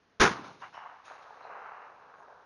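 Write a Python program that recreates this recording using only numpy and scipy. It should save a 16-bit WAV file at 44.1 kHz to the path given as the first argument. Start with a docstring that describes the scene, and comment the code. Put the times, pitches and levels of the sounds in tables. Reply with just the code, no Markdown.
"""Gunshot in an open grass field

One shot close by: a relaxing pressure step with a crack and a low thump overloads the recorder.
Noise makes the short roar of near scatter; clicks rung through short resonances make grainy tree-line echoes,
with single slaps and swishes of hiss on top. Two dull bumps, a faint falling bird whistle and steady hiss fill in.
A small camera sampling at 16 kHz leaves a weak mirror image of the treble above 8 kHz."""
import sys
import numpy as np
from scipy import signal
from scipy.fft import rfft, irfft
from scipy.io import wavfile

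SR = 44100
rng = np.random.default_rng(int(sys.argv[2]) if len(sys.argv) > 2 else 0)


def pcm_store(signal):
    """Save signal as 16-bit PCM."""
    levels = np.round(np.clip(np.atleast_2d(signal), -1, 1) * 32767)
    wavfile.write(sys.argv[1], SR, levels.astype(np.int16).T)


def volts_from_db(level):
    """Convert decibel levels to linear amplitude ratios."""
    exponent = np.asarray(level, float) / 20
    return 10 ** exponent


N = 108045
T = np.arange(N) / SR  # time, s

# Steady field and microphone hiss, relative spectrum: pitch_hz, level_db (per Hz)
AIR_SPECTRUM = [(25, -16.5), (70, -6), (153, -5), (451, -5), (1850, -10), (2450, -16.5), (3830, -19.5),
                (6900, -24.5), (8970, -48.5)]
AIR_DB = -68.5

# Near scatter, relative spectrum: pitch_hz, level_db (per Hz)
ROAR_SPECTRUM = [(35, -18.5), (60, -18), (388, -5.5), (637, -16), (911, -7), (1590, -6), (2710, -14.5),
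                 (4920, -17), (6900, -12), (8970, -40)]
# How each band of the roar dies: pitch_hz, hold_s, t60_s
ROAR_DECAY = [(60.4, 0.015, 0.077), (121.6, 0.018, 0.149), (257.5, 0.036, 0.19), (500, 0.025, 0.19),
              (1200, 0.057, 0.22), (2080, 0.02, 0.18), (3500, 0.005, 0.28), (6070, 0.0067, 0.19)]
ROAR_DB, ROAR_ATTACK_S = -15, 0.0155
ROAR_GRAIN_DB, ROAR_GRAIN_HZ = 2, 153  # the scatter arrives in clumps
FORERUNNER_S, FORERUNNER_DB = 0.198, -30  # faint sound just ahead of the blast

# Slow low tail, relative spectrum: pitch_hz, level_db (per Hz)
RUMBLE_SPECTRUM = [(40, -39), (123, -2.5), (495, -5.5), (780, -25), (1000, -52)]
RUMBLE_DB, RUMBLE_T60_S = -38, 0.95

SHOT_S, BLAST_DB, BLAST_MS = 0.2021, -13, 2.2
CRACK_DELAY_MS, CRACK_DB, CRACK_MS = 0.55, -10, 0.1
THUMP_DB, THUMP_HZ, THUMP_T60_S = -20, 35, 0.024

# Breakpoints of the trunk echoes: time_s, level_db, deep_share (0-1), air_dulled_share (0-1)
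TRUNK_ECHO = [(0.32, -43.5, 0.9, 0.5), (0.381, -40.5, 0.4, 0.4), (0.42, -47, 0, 0.7),
              (0.452, -42.5, 0.87, 1), (0.6, -62, 1, 0.4), (0.626, -44, 0.05, 0), (0.684, -51, 0, 0),
              (0.715, -69, 0, 0), (0.748, -47.5, 0.03, 0), (0.872, -42.5, 0.26, 0.7),
              (0.882, -56, 0.3, 0.1), (0.893, -45, 0.18, 0.8), (1.02, -57.5, 0.17, 0.24),
              (1.11, -49.5, 0.9, 0.1), (1.18, -50, 0.7, 0.16), (1.32, -51, 0.75, 0.87),
              (1.43, -51.5, 0.94, 0), (1.48, -48.5, 1, 0), (1.51, -44, 0.82, 0.45),
              (1.68, -45.5, 0.42, 0.38), (1.86, -49, 0.71, 0.26), (1.93, -55.5, 0.83, 0.3),
              (2.35, -54, 0.93, 1), (2.45, -61.5, 1, 1)]
# Thinner echo colour, relative spectrum: pitch_hz, level_db (per Hz)
THIN_ECHO = [(200, -48), (400, -31.5), (560, -15), (740, -3), (1000, -1), (1300, -6.5), (1650, -8.5),
             (2100, -11), (2500, -20), (2900, -18), (3300, -30.5), (6000, -67.5)]
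# Deeper echo colour, relative spectrum: pitch_hz, level_db (per Hz)
DEEP_ECHO = [(88, -42.5), (150, -28), (294, -26), (432, -5), (802, -1), (1190, -1.5), (1620, -6.5),
             (1960, -13.5), (2760, -16), (3350, -43), (4000, -25.5), (5200, -55.5)]
# Treble lost in the air: pitch_hz, gain_db
AIR_DULLING = [(1700, -1), (2100, -12), (4000, -10.5)]
# Breakpoints of the echoes from the leaves: time_s, level_db
FOLIAGE_ECHO = [(0.32, -50), (0.352, -56.5), (0.436, -60.5), (0.446, -55), (0.586, -69), (0.618, -60),
                (0.722, -70.5), (0.744, -63), (0.802, -70.5), (1.034, -76.5), (1.054, -59.5),
                (1.212, -70.5), (1.226, -63.5), (1.254, -69), (1.34, -70.5), (1.428, -71.5), (1.582, -74),
                (2.0, -79)]
# Foliage hiss, relative spectrum: pitch_hz, level_db (per Hz)
FOLIAGE_SPECTRUM = [(1180, -39.5), (2210, -4.5), (3260, -10), (3900, -7.5), (4730, -13.5), (6900, -14),
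                    (8970, -47)]
TRUNKS_PER_S = 550  # at time zero; the rate grows by as much again every second
TRUNK_SPREAD_DB, TRUNK_TOP_DB, DIFFUSE_DB = 8, 9, -4
# Each return leans to a pitch of its own
TRUNK_LOW_HZ, TRUNK_HIGH_HZ, TRUNK_RING_DB, TRUNK_CYCLES = 580, 1886, -9.5, 6.0

# Dull bumps: centre_s, level_db (peak), pitch_hz
BUMPS = [(0.312, -29, 213), (0.396, -34, 260)]
BUMP_WIDTH_S = 0.0021

# Single strong returns: start_s, level_db (envelope peak before the bass cut), pitch_hz
SLAPS = [(0.445, -39, 1130), (0.624, -38, 1070), (0.632, -37, 1420), (0.637, -33.5, 1100),
         (0.642, -35.5, 1310), (0.651, -39, 1200), (0.746, -35, 1010), (0.770, -35.5, 1110),
         (0.777, -31.5, 910), (1.081, -36, 1260), (1.1, -37.5, 1450), (1.111, -35.5, 756),
         (1.119, -35.5, 1200), (1.289, -47, 980), (1.306, -38, 790), (1.451, -34, 770), (1.498, -35, 735),
         (2.208, -42.5, 897)]
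SLAP_CYCLES, SLAP_LOW_HZ = 0.76, 403  # cycles to the envelope peak; thin trunks return no bass

# Narrow bright patches at the front of some echoes: start_s, t60_s, level_db (before the fade), pitch_hz
SWISHES = [(.615, 0.24, -57, 2770), (.735, 0.32, -65, 5420), (.735, 0.69, -58.5, 2890),
           (1.05, 0.6, -66.5, 6620), (1.42, 0.43, -68, 4080)]
SWISH_WIDTH_HZ, SWISH_ATTACK_S = 310, 0.0066

BIRD_S, BIRD_LENGTH_S, BIRD_DB = 2.16, 0.088, -79.5
BIRD_START_HZ, BIRD_END_HZ, BIRD_BLUR_HZ = 6670, 6300, 149

# Filter on the mirrored treble, ahead of MIRROR_DB: pitch_hz, gain_db
MIRROR_SHAPE = [(7500, -36), (8800, 2), (9400, 1.5), (10200, -9), (11500, -26), (13000, -55)]
MIRROR_DB, SAMPLING_HZ = -11, 16000
MIC_LOW_HZ, BAND_TOP_HZ, HISS_DB = 3.9, 7750, -101.5
OVERLOAD, OVERLOAD_KNEE = 0.29, 4  # limit in full-scale units, hardness of the bend
CEILING, CEILING_KNEE = 0.31, 8


def rms_one(x):
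    """Scale to rms 1."""
    return x / np.sqrt(np.mean(x ** 2) + 1e-20)


def white_noise():
    """Fresh white noise over the whole scene."""
    return rng.standard_normal(N)


def low_pass(x, hz):
    """Second-order Butterworth low-pass."""
    return signal.sosfilt(signal.butter(2, hz, fs=SR, output="sos"), x)


def high_pass(x, hz, order):
    """Butterworth bass cut."""
    return signal.sosfilt(signal.butter(order, hz, "high", fs=SR, output="sos"), x)


def on_log(points, hz, column=1):
    """Read a table along log frequency."""
    p = np.array(points)
    return np.interp(np.log(np.maximum(hz, 1)), np.log(p[:, 0]), p[:, column])


def shape(x, spectrum):
    """Causal minimum-phase filter with the given gains, built by folding the cepstrum."""
    size = 8192
    gains = volts_from_db(on_log(spectrum, np.arange(size // 2 + 1) * SR / size))
    cepstrum = irfft(np.log(gains))
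    cepstrum[1:size // 2] *= 2
    cepstrum[size // 2 + 1:] = 0
    impulse = irfft(np.exp(rfft(cepstrum)))
    return signal.fftconvolve(x, impulse)[:N]


def colour(x, spectrum):
    """Shape and scale to rms 1."""
    return rms_one(shape(x, spectrum))


def resonate(x, hz, width_hz):
    """Two-pole resonance, gain 1 on top."""
    r = np.exp(-np.pi * width_hz / SR)
    zeros = np.array([1, 0, -1]) * (1 - r * r) / 2
    poles = [1, -2 * r * np.cos(2 * np.pi * hz / SR), r * r]
    return signal.lfilter(zeros, poles, x + 1e-18)


def ring(s, db, hz, t60):
    """A damped sine from time s."""
    t = np.maximum(T - s, 0)
    return volts_from_db(db - 60 * t / t60) * np.sin(2 * np.pi * hz * t)


def squash(x, top, knee):
    """Rounded clipping."""
    return x / (1 + np.abs(x / top) ** knee) ** (1 / knee)


def air():
    """Steady background hiss: coloured noise."""
    return volts_from_db(AIR_DB) * colour(white_noise(), AIR_SPECTRUM)


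def roar():
    """Dense near scatter as clumped noise: a faint forerunner, a swell, a hold, then a fall band by band."""
    size = SR  # the roar is worked out over the first second
    t = T[:size] - SHOT_S
    swell = np.clip(t / ROAR_ATTACK_S, 0, 1) ** 0.99
    forerunner = volts_from_db(FORERUNNER_DB - ROAR_DB) * (T[:size] > FORERUNNER_S)
    clumps = rms_one(low_pass(white_noise(), ROAR_GRAIN_HZ))
    grainy = colour(volts_from_db(ROAR_GRAIN_DB * clumps) * white_noise(), ROAR_SPECTRUM)
    noise = grainy[:size] * volts_from_db(ROAR_DB) * (swell + forerunner)
    out, below = np.zeros(N), 0
    for hz in 45 * 2 ** np.arange(0, 8, .5):  # half-octave bands
        low = low_pass(noise, hz * 2 ** .25)
        hold_s, t60_s = on_log(ROAR_DECAY, hz), on_log(ROAR_DECAY, hz, column=2)
        fall = np.maximum(t - hold_s, 0) / t60_s
        out[:size] += (low - below) * volts_from_db(-60 * fall)
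        below = low
    return out


def blast():
    """An inverted pressure step that relaxes, a thin crack just behind its front, a low thump under it."""
    t_ms = np.maximum(T - SHOT_S, 0) * 1000
    front = np.minimum(t_ms / .2, 1)
    relaxing = (1 - t_ms / (2 * BLAST_MS)) * np.exp(-t_ms / BLAST_MS)
    step = -volts_from_db(BLAST_DB) * front * relaxing
    crack = volts_from_db(CRACK_DB) * np.exp(-.5 * ((t_ms - CRACK_DELAY_MS) / CRACK_MS) ** 2)
    return step + crack - ring(SHOT_S, THUMP_DB, THUMP_HZ, THUMP_T60_S)


def rumble():
    """Low noise that swells with the roar and fades slowly below it."""
    t = np.maximum(T - SHOT_S, 0)
    envelope = np.clip(t / ROAR_ATTACK_S, 0, 1) * volts_from_db(RUMBLE_DB - 60 * t / RUMBLE_T60_S)
    return envelope * colour(white_noise(), RUMBLE_SPECTRUM)


def trunk_returns():
    """Random clicks, denser from farther woods, each dealt to one of ten short resonances, over a diffuse bed."""
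    sizes_db = np.minimum(TRUNK_SPREAD_DB * rng.exponential(1, N), TRUNK_TOP_DB)
    sizes = volts_from_db(sizes_db) * rng.choice([-1, 1], N)
    hits = rng.random(N) < TRUNKS_PER_S * (1 + T) / SR
    clicks = rms_one(sizes * hits)
    dealt = rng.integers(0, 10, N)
    pitches = np.geomspace(TRUNK_LOW_HZ, TRUNK_HIGH_HZ, 10)
    rings = sum(resonate(clicks * (dealt == k), hz, hz / TRUNK_CYCLES) for k, hz in enumerate(pitches))
    rung = volts_from_db(TRUNK_RING_DB) * np.sqrt(TRUNK_CYCLES) * rings
    return clicks + rung + volts_from_db(DIFFUSE_DB) * white_noise()


def echoes():
    """Trunks return small clicks, blended thin to deep and dulled by air; foliage returns a smoother hiss."""
    s, *columns = np.transpose(TRUNK_ECHO)
    level_db, deep, dull = (np.interp(T, s, c) for c in columns)
    deep, dull = np.clip(deep, 0, 1), np.clip(dull, 0, 1)
    returns = trunk_returns()
    body = (1 - deep) * colour(returns, THIN_ECHO) + deep * colour(returns, DEEP_ECHO)
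    body = (1 - dull) * body + dull * shape(body, AIR_DULLING)
    leaves = colour(white_noise(), FOLIAGE_SPECTRUM)
    leaves_db = np.interp(T, *np.transpose(FOLIAGE_ECHO))
    both = volts_from_db(level_db) * body + volts_from_db(leaves_db) * leaves
    return (T > SHOT_S + ROAR_ATTACK_S) * both


def bumps():
    """Short dull knocks, a cycle or two under a smooth swell."""
    out = 0
    for s, db, hz in BUMPS:
        swell = np.exp(-.5 * ((T - s) / BUMP_WIDTH_S) ** 2)
        out = out + volts_from_db(db) * swell * np.cos(2 * np.pi * hz * (T - s))
    return out


def slaps():
    """Single strong returns: a few cycles at a pitch of their own that swell and die."""
    out = 0
    for s, db, hz in SLAPS:
        cycles = np.maximum(T - s, 0) * hz
        swell = cycles / SLAP_CYCLES * np.exp(1 - cycles / SLAP_CYCLES)
        out = out + volts_from_db(db) * swell * np.sin(2 * np.pi * cycles)
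    return high_pass(out, SLAP_LOW_HZ, 2)


def swishes():
    """Narrow bands of hiss that swell quickly and fade."""
    out, white = 0, white_noise()
    for s, t60, db, hz in SWISHES:
        t = np.maximum(T - s, 0)
        once = resonate(white, hz, SWISH_WIDTH_HZ)
        band = rms_one(resonate(once, hz, SWISH_WIDTH_HZ))
        out = out + band * np.minimum(t / SWISH_ATTACK_S, 1) * volts_from_db(db - 60 * t / t60)
    return out


def bird():
    """A faint falling whistle, its level roughened by slow noise."""
    u = np.clip((T - BIRD_S) / BIRD_LENGTH_S, 0, 1)  # progress through the call
    hz = BIRD_START_HZ + (BIRD_END_HZ - BIRD_START_HZ) * u ** 2
    rough = rms_one(low_pass(white_noise(), BIRD_BLUR_HZ))
    envelope = np.sin(np.pi * u) ** .5 * (1 + rough)
    return volts_from_db(BIRD_DB) * envelope * np.sin(2 * np.pi * np.cumsum(hz) / SR)


def scene():
    """All sources, one channel."""
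    shot = roar() + blast() + rumble()
    returns = echoes() + slaps() + swishes()
    return (air() + shot + returns + bumps() + bird())[None]


def mirror_image(x):
    """Treble folded around half the camera's sampling rate by a carrier at that rate, then filtered."""
    folded = x[0] * 2 * np.cos(2 * np.pi * SAMPLING_HZ * T)
    return volts_from_db(MIRROR_DB) * shape(folded, MIRROR_SHAPE)


def top_cut(x):
    """Nothing passes above the cut-off."""
    return signal.sosfilt(signal.butter(12, 11800, fs=SR, output="sos"), x)


def record(dry):
    """The camera: bass cut, overload, steep band limit, mirror image, a last ceiling and hiss."""
    x = high_pass(dry, MIC_LOW_HZ, 1)
    overloaded = squash(x, OVERLOAD, OVERLOAD_KNEE)
    limited = signal.sosfilt(signal.cheby2(10, 50, BAND_TOP_HZ, fs=SR, output="sos"), overloaded)
    capped = squash(limited + mirror_image(limited), CEILING, CEILING_KNEE)
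    mix = capped + volts_from_db(HISS_DB) * rng.standard_normal(capped.shape)
    return top_cut(mix)


dry = scene()
out = record(dry)
pcm_store(out)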